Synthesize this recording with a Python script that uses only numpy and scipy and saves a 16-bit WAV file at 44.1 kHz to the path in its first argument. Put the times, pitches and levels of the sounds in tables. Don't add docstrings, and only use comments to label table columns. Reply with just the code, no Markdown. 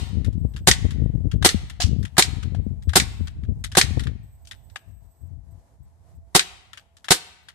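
import sys
import numpy as np
from scipy import signal
from scipy.fft import rfft, irfft, next_fast_len
from scipy.io import wavfile
from scipy.ndimage import uniform_filter1d

SR = 44100
rng = np.random.default_rng(int(sys.argv[2]) if len(sys.argv) > 2 else 0)


def amplitude_ratio(level_db):
    exponent = np.asarray(level_db, float) / 20
    return 10 ** exponent


def pcm_store(signal):
    levels = np.round(np.clip(np.atleast_2d(signal), -1, 1) * 32767)
    wavfile.write(sys.argv[1], SR, levels.astype(np.int16).T)


N = 332514
LEAD_S = .2
LONG = N + round(LEAD_S * SR)


def evened(x):
    return x / np.sqrt(np.mean(x ** 2) + 1e-20)


def smooth_noise(shape, size):
    return evened(uniform_filter1d(rng.standard_normal(shape), size=size))


def read(points, hz):
    f, value = np.transpose(points)
    return np.interp(np.log(hz + 1), np.log(f + 1), value)


def add(mix, s, sound):
    part = mix[:, round((s + LEAD_S) * SR):][:, :sound.shape[1]]
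    part += sound[:, :part.shape[1]]


def panned(db):
    return amplitude_ratio(np.multiply.outer([.5, -.5], db))


def hiss(size, colour, treble_db=0, balance=None, alike=None):
    # freq_hz, left_minus_right_db
    ports = [(200, -2), (1270, 5), (2330, 5), (4300, 3), (7910, -7), (14600, 1)]
    # freq_hz, likeness (-1..1)
    likeness = [(400, .92), (800, 0.23), (1400, 0)]
    balance = ports if balance is None else balance
    alike = likeness if alike is None else alike
    fast = next_fast_len(size)
    hz = np.fft.rfftfreq(fast, 1 / SR)
    left, other = rfft(rng.standard_normal((2, fast)))
    same = np.clip(read(alike, hz), -1, 1)
    pair = np.array([left, same * left + np.sqrt(1 - same ** 2) * other])
    tilt_db = treble_db * hz ** 4 / (hz ** 4 + 3400.0 ** 4)
    gain = amplitude_ratio(read(colour, hz) + tilt_db) * panned(read(balance, hz))
    return evened(irfft(pair * gain, fast)[:, :size])


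def blow(t, t60, rise):
    return amplitude_ratio(np.where(t < 0, 60 * t / rise, -60 * t / t60))


def ring(t, hz, t60):
    return (t > 0) * amplitude_ratio(-60 * abs(t) / t60) * np.sin(2 * np.pi * hz * t)


def shot():
    # after_s, push_db, barrel_ring_db, hiss_db
    puffs = [(.0004, -18, -6.5, -7), (.0022, -12, -11, -10), (.0076, -7.5, -10, -8), (0.013, -8, -9, -8),
             (.0184, -21, -17, -14.5)]
    # freq_hz, relative_db_per_hz
    jet = [(150, -20), (300, -2.5), (520, -4), (620, -14), (1300, -4), (1930, -2), (2560, -8), (3760, -.4),
           (5660, -6), (9110, -5), (12200, -16.5), (14200, -15), (15000, -32)]
    push_hz, push_t60_s = 390, .012
    barrel_hz, barrel_t60_s = 790, .022
    thump_hz, thump_t60_s = 145, .05
    t = np.arange(4096) / SR - .01
    at = t - np.array([[0], [.00015]])
    body, jet_power = 0, 0
    for s, push_db, barrel_db, hiss_db in puffs:
        push = amplitude_ratio(push_db) * ring(at - s, push_hz, push_t60_s)
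        barrel = amplitude_ratio(barrel_db) * panned(2.1)[:, None] * ring(at - s, barrel_hz, barrel_t60_s)
        body = body + push + barrel
        jet_power = jet_power + (amplitude_ratio(hiss_db) * blow(t - s, .045, .002)) ** 2
    rush = amplitude_ratio(-16) * blow(t, .03, .012) * np.clip((t + .005) / .003, 0, 1)
    scatter = amplitude_ratio(-12) * blow(t - .012, .14, .02)
    thump = amplitude_ratio(-19) * ring(at, thump_hz, thump_t60_s)
    shape = np.sqrt(jet_power + rush ** 2 + scatter ** 2)
    return thump + body + shape * hiss(len(t), jet, 1.5)


def smack(db, treble_db):
    # freq_hz, relative_db_per_hz
    spectrum = [(410, -44), (1200, -16), (1930, -.5), (2600, -8), (3900, -1.5), (8210, -10), (15000, -40)]
    t = np.arange(4096) / SR - .002
    crack = blow(t, .018, 0.0025)
    rattle = amplitude_ratio(-5.5) * blow(t, .11, 0.0051)
    return amplitude_ratio(db) * (crack + rattle) * hiss(len(t), spectrum, treble_db)


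def click(db, treble_db, scrape_t60_s=.09):
    # centre_hz (before the random shift), width_hz, level_db
    frame = [(1426, 490, -5), (1804, 300, -0.5), (3490, 1000, 1), (5060, 990, -3.5), (7170, 2300, -5),
             (9530, 1400, -9)]
    t = np.arange(4096) / SR - .002
    hz = np.geomspace(100, 16000, num=200)
    shift = rng.uniform(.9, 1.1)
    power = sum(amplitude_ratio(d) ** 2 / (1 + (2 * (hz - shift * f) / w) ** 2) ** 1.2 for f, w, d in frame)
    power = power / (1 + (1150 / hz) ** 6)
    colour = np.c_[hz, 10 * np.log10(power)]
    grain = amplitude_ratio(4.0 * smooth_noise(len(t), 60))
    snap = 1.2 * blow(t, .018, .002)
    scrape = amplitude_ratio(-3.5) * grain * blow(t - .004, scrape_t60_s, .03) * (t > -.001)
    return amplitude_ratio(db) * (snap + scrape) * hiss(len(t), colour, treble_db, [(2000, 7.5), (8000, 2.5)])


def sear(db):
    # freq_hz, level_db, t60_s
    modes = [(780, -9, .025), (1250, -3, .016), (1650, 0, .018)]
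    t = np.arange(4096) / SR - .002
    knock = sum(amplitude_ratio(d) * ring(t, hz, t60) for hz, d, t60 in modes) * np.clip(t / .0008, 0, 1)
    return amplitude_ratio(db) * (panned(7)[:, None] * knock + click(-9.5, -10.5, .07))


def rustle():
    # freq_hz, relative_db_per_hz
    leaves = [(400, -20), (1600, -11), (3400, -2), (5600, -2), (8000, -9), (14000, -30)]
    # freq_hz, relative_db, t60_s
    modes = [(720, -2, .08), (1650, -8, .06)]
    level_db, length_s, t60_s = -22, .036, .18
    t = np.arange(16384) / SR
    grain = evened(amplitude_ratio(3.5 * smooth_noise(len(t), 40)))
    arch = amplitude_ratio(-5.0 * (t / (.45 * length_s) - 1) ** 2)
    tail = .4 * blow(t - length_s, t60_s, 1)
    shape = np.minimum(t / 0.0012, 1) * np.where(t < length_s, arch, tail)
    knock = sum(amplitude_ratio(d) * ring(t, hz, mode_t60_s) for hz, d, mode_t60_s in modes)
    return amplitude_ratio(level_db) * (shape * grain * hiss(len(t), leaves) + knock)


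def dull_tap():
    return amplitude_ratio(-29) * ring(np.arange(2048)[None] / SR, hz=700, t60=.016)


def woods(x):
    # freq_hz, t60_s
    decay = [(300, .5), (800, .8), (1900, .82), (4590, .62), (12000, .46)]
    # freq_hz, relative_db
    strength = [(400, -23), (1200, -18), (1900, -19), (2600, -13), (3800, -16), (9000, -20), (14000, -21)]
    turn = np.arange(LONG) / SR * 1.4
    out = 0
    for k in range(3):
        hz, t, z = signal.stft(hiss(SR, [(1, 0)]), SR, nperseg=256)
        tail_db = -60 * t / read(decay, hz)[:, None] + read(strength, hz)[:, None]
        z = z * amplitude_ratio(tail_db) * np.clip(t / 0.028, 0, 1)
        tail = signal.istft(z, SR, nperseg=256)[1] / 50
        share = np.sqrt(2 / 3) * np.cos(turn + k * np.pi / 3)
        out = out + signal.fftconvolve((share * x.mean(0))[None], tail, axes=1)[:, :LONG]
    return out


def slap(edge_db, lump_db):
    t = np.arange(6144) / SR - .002
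    lump = amplitude_ratio(lump_db) * ring(t, hz=80, t60=.11) * np.clip(t / .01, 0, 1)
    edge = amplitude_ratio(edge_db) * ring(t, hz=200, t60=.04)
    soften = signal.butter(4, 600, fs=SR, output="sos")
    return -2 * signal.sosfilt(soften, lump + edge) * np.array([[1], [0]])


def wind():
    # time_s, left_db, right_db
    breeze = [(0, -25, -48), (.7, -30, -32), (1.2, -28, -39), (1.6, -31, -30), (2.1, -35, -52),
              (3.0, -28, -33), (4.2, -31, -39), (4.3, -46, -46), (4.73, -62, -40), (4.78, -62, -58),
              (5.2, -60, -60), (6.2, -58, -45), (7.0, -60, -60)]
    # start_s, length_s, level_db
    gusts = [(.13, .32, -19), (.68, .41, -18), (1.14, .13, -18), (1.34, .08, -16), (1.88, .17, -18),
             (2.25, .46, -21), (2.97, .1, -19.5), (3.39, .2, -22), (3.83, .29, -21), (4.88, .19, -38),
             (5.23, .15, -29), (5.44, .13, -37), (5.81, .04, -38), (6.15, .03, -40)]
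    # freq_hz, relative_db_per_hz
    buffet = [(22, -34), (53, 1.5), (80, 2.5), (204, -15.5), (600, -40), (1200, -100)]
    gust_rise_s, gust_t60_s = .12, .2
    t = np.arange(LONG) / SR - LEAD_S
    times, *ports_db = np.transpose(breeze)
    level = amplitude_ratio(np.array([np.interp(t, times, db) for db in ports_db]))
    for s, length, db in gusts:
        gust = amplitude_ratio(db) * blow(t - np.clip(t, s, s + length), gust_t60_s, gust_rise_s)
        level[0] = np.maximum(level[0], gust)
    lumps = evened(uniform_filter1d(uniform_filter1d(rng.standard_normal((2, LONG)), size=1200), size=1200))
    air = hiss(LONG, buffet, 0, [(1, 0)], [(1, .1)])
    low = signal.sosfilt(signal.butter(2, 140, fs=SR, output="sos"), air)
    swell = low * evened(amplitude_ratio(1.5 * lumps))
    crests = evened(uniform_filter1d(swell ** 2, size=200) ** .85)
    whip = (air - low) * np.minimum(crests, 3.8) * (level / amplitude_ratio(-23)) ** .55
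    return level * 3.5 * np.tanh((swell + whip) / 3.5)


def distant_air():
    # freq_hz, relative_db_per_hz
    spectrum = [(90, -30), (150, -10), (400, -19), (850, -14), (1300, -28), (1950, -29), (2600, -36),
                (8200, -33), (14000, -40)]
    drift = amplitude_ratio(2.2 * smooth_noise(LONG, 4000))
    return amplitude_ratio(-67.5) * drift * hiss(LONG, spectrum)


def far_tone():
    hz, width_hz, level_db = 669, 11, -75
    band = [(hz - 5 * width_hz, -60), (hz - width_hz, -6), (hz, 0),
            (hz + width_hz, -6), (hz + 5 * width_hz, -80)]
    return amplitude_ratio(level_db) * hiss(LONG, band, alike=[(1, .9)])


def electronics_whine():
    # freq_hz, rms_db (before flicker and panning)
    whine = [(8000, -82.5), (14002, -83)]
    # on_s, off_s
    busy = [(0, .1), (.39, .72), (2.83, 3.32), (4.24, 5.28)]
    blip_every_s, blip_s, first_blip_s = .32, .025, .07
    t = np.arange(LONG) / SR - LEAD_S
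    spells = [(t > a) & (t < b) for a, b in busy]
    blips = (t - first_blip_s) % blip_every_s < blip_s
    on = uniform_filter1d(1. * np.any(spells + [blips], axis=0), size=300)
    flicker = amplitude_ratio(3.5 * smooth_noise(LONG, 900))
    tones = sum(amplitude_ratio(d) * np.sqrt(2) * np.sin(2 * np.pi * f * t) for f, d in whine)
    return on * flicker * tones * panned(-20)[:, None]


def scene():
    shots = [-.09, .673, 1.4474, 2.1814, 2.957, 3.7709, 6.3501, 7.107]
    # time_s, level_db, treble_db
    smacks = [(0.7133, -9, 1.5), (1.49, -14, .4), (2.2239, -11, 4.5), (2.9999, -14.5, -1.5),
              (3.8133, -10, -2.1), (6.3941, -11, -4)]
    # time_s, level_db, treble_db
    clicks = [(0.2463, -39.5, -8.5), (0.3287, -60, 8), (.5377, -55, -8), (0.5636, -38.5, -7),
              (0.9073, -39, -7), (1.3149, -38, -7.5), (1.6985, -39.5, -6), (2.0293, -44, -4.5),
              (2.0517, -37, -10.5), (2.4289, -40.5, -8.5), (2.548, -47, -10), (2.824, -54, -3.5),
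              (2.8923, -38, -9.5), (3.2725, -39.5, -8.5), (3.4361, -52, -15.5), (3.6406, -28, -3.5),
              (3.7179, -38, -5), (3.9953, -32.5, -6), (4.0367, -41, -6.5), (4.0701, -37.5, -16.5),
              (4.4514, -56, 6), (4.4727, -46.5, 11.5), (4.5121, -35.5, -9), (4.6992, -58, -3.5),
              (6.7326, -39.5, -11), (6.7735, -40, -6), (6.9686, -51, .1), (7.0444, -38.5, -8.5),
              (7.4859, -40.5, -8.5)]
    # time_s, level_db
    sears = [(1.4257, -20), (2.169, -21), (2.9342, -20), (3.7519, -15), (4.7591, -24), (7.0843, -19)]
    # time_s, edge_db, lump_db (both before doubling)
    slaps = [(1.254, -15, -17), (1.544, -10, -11), (1.837, -22, -3.5), (1.962, -20, -18), (2.665, -16, -15),
             (2.872, -22, -6.5), (3.208, -21, -13), (3.907, -20, -12)]
    loud, small, port = np.zeros((3, 2, LONG))
    for s in shots:
        add(loud, s - .01, shot())
    layers = ((loud, smacks, smack), (small, clicks, click), (small, sears, sear), (port, slaps, slap))
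    for mix, rows, source in layers:
        for s, *row in rows:
            add(mix, s - .002, source(*row))
    add(loud, 1.8015, rustle())
    add(small, 2.548, dull_tap())
    echo = woods(loud + amplitude_ratio(-4) * small)
    background = distant_air() + far_tone() + electronics_whine()
    return (loud + small + echo + port + wind() + background)[:, -N:]


def band_limit(x):
    return signal.sosfilt(signal.butter(12, 15160, fs=SR, output="sos"), x)


def record(dry):
    bass_cut = signal.butter(3, 40, "high", fs=SR, output="sos")
    heard = np.clip(signal.sosfilt(bass_cut, dry), -1, 1)
    heard = signal.oaconvolve(heard, signal.firwin(255, 14400, fs=SR)[None], "same")
    return band_limit(heard)


dry = scene()
out = record(dry)
pcm_store(out)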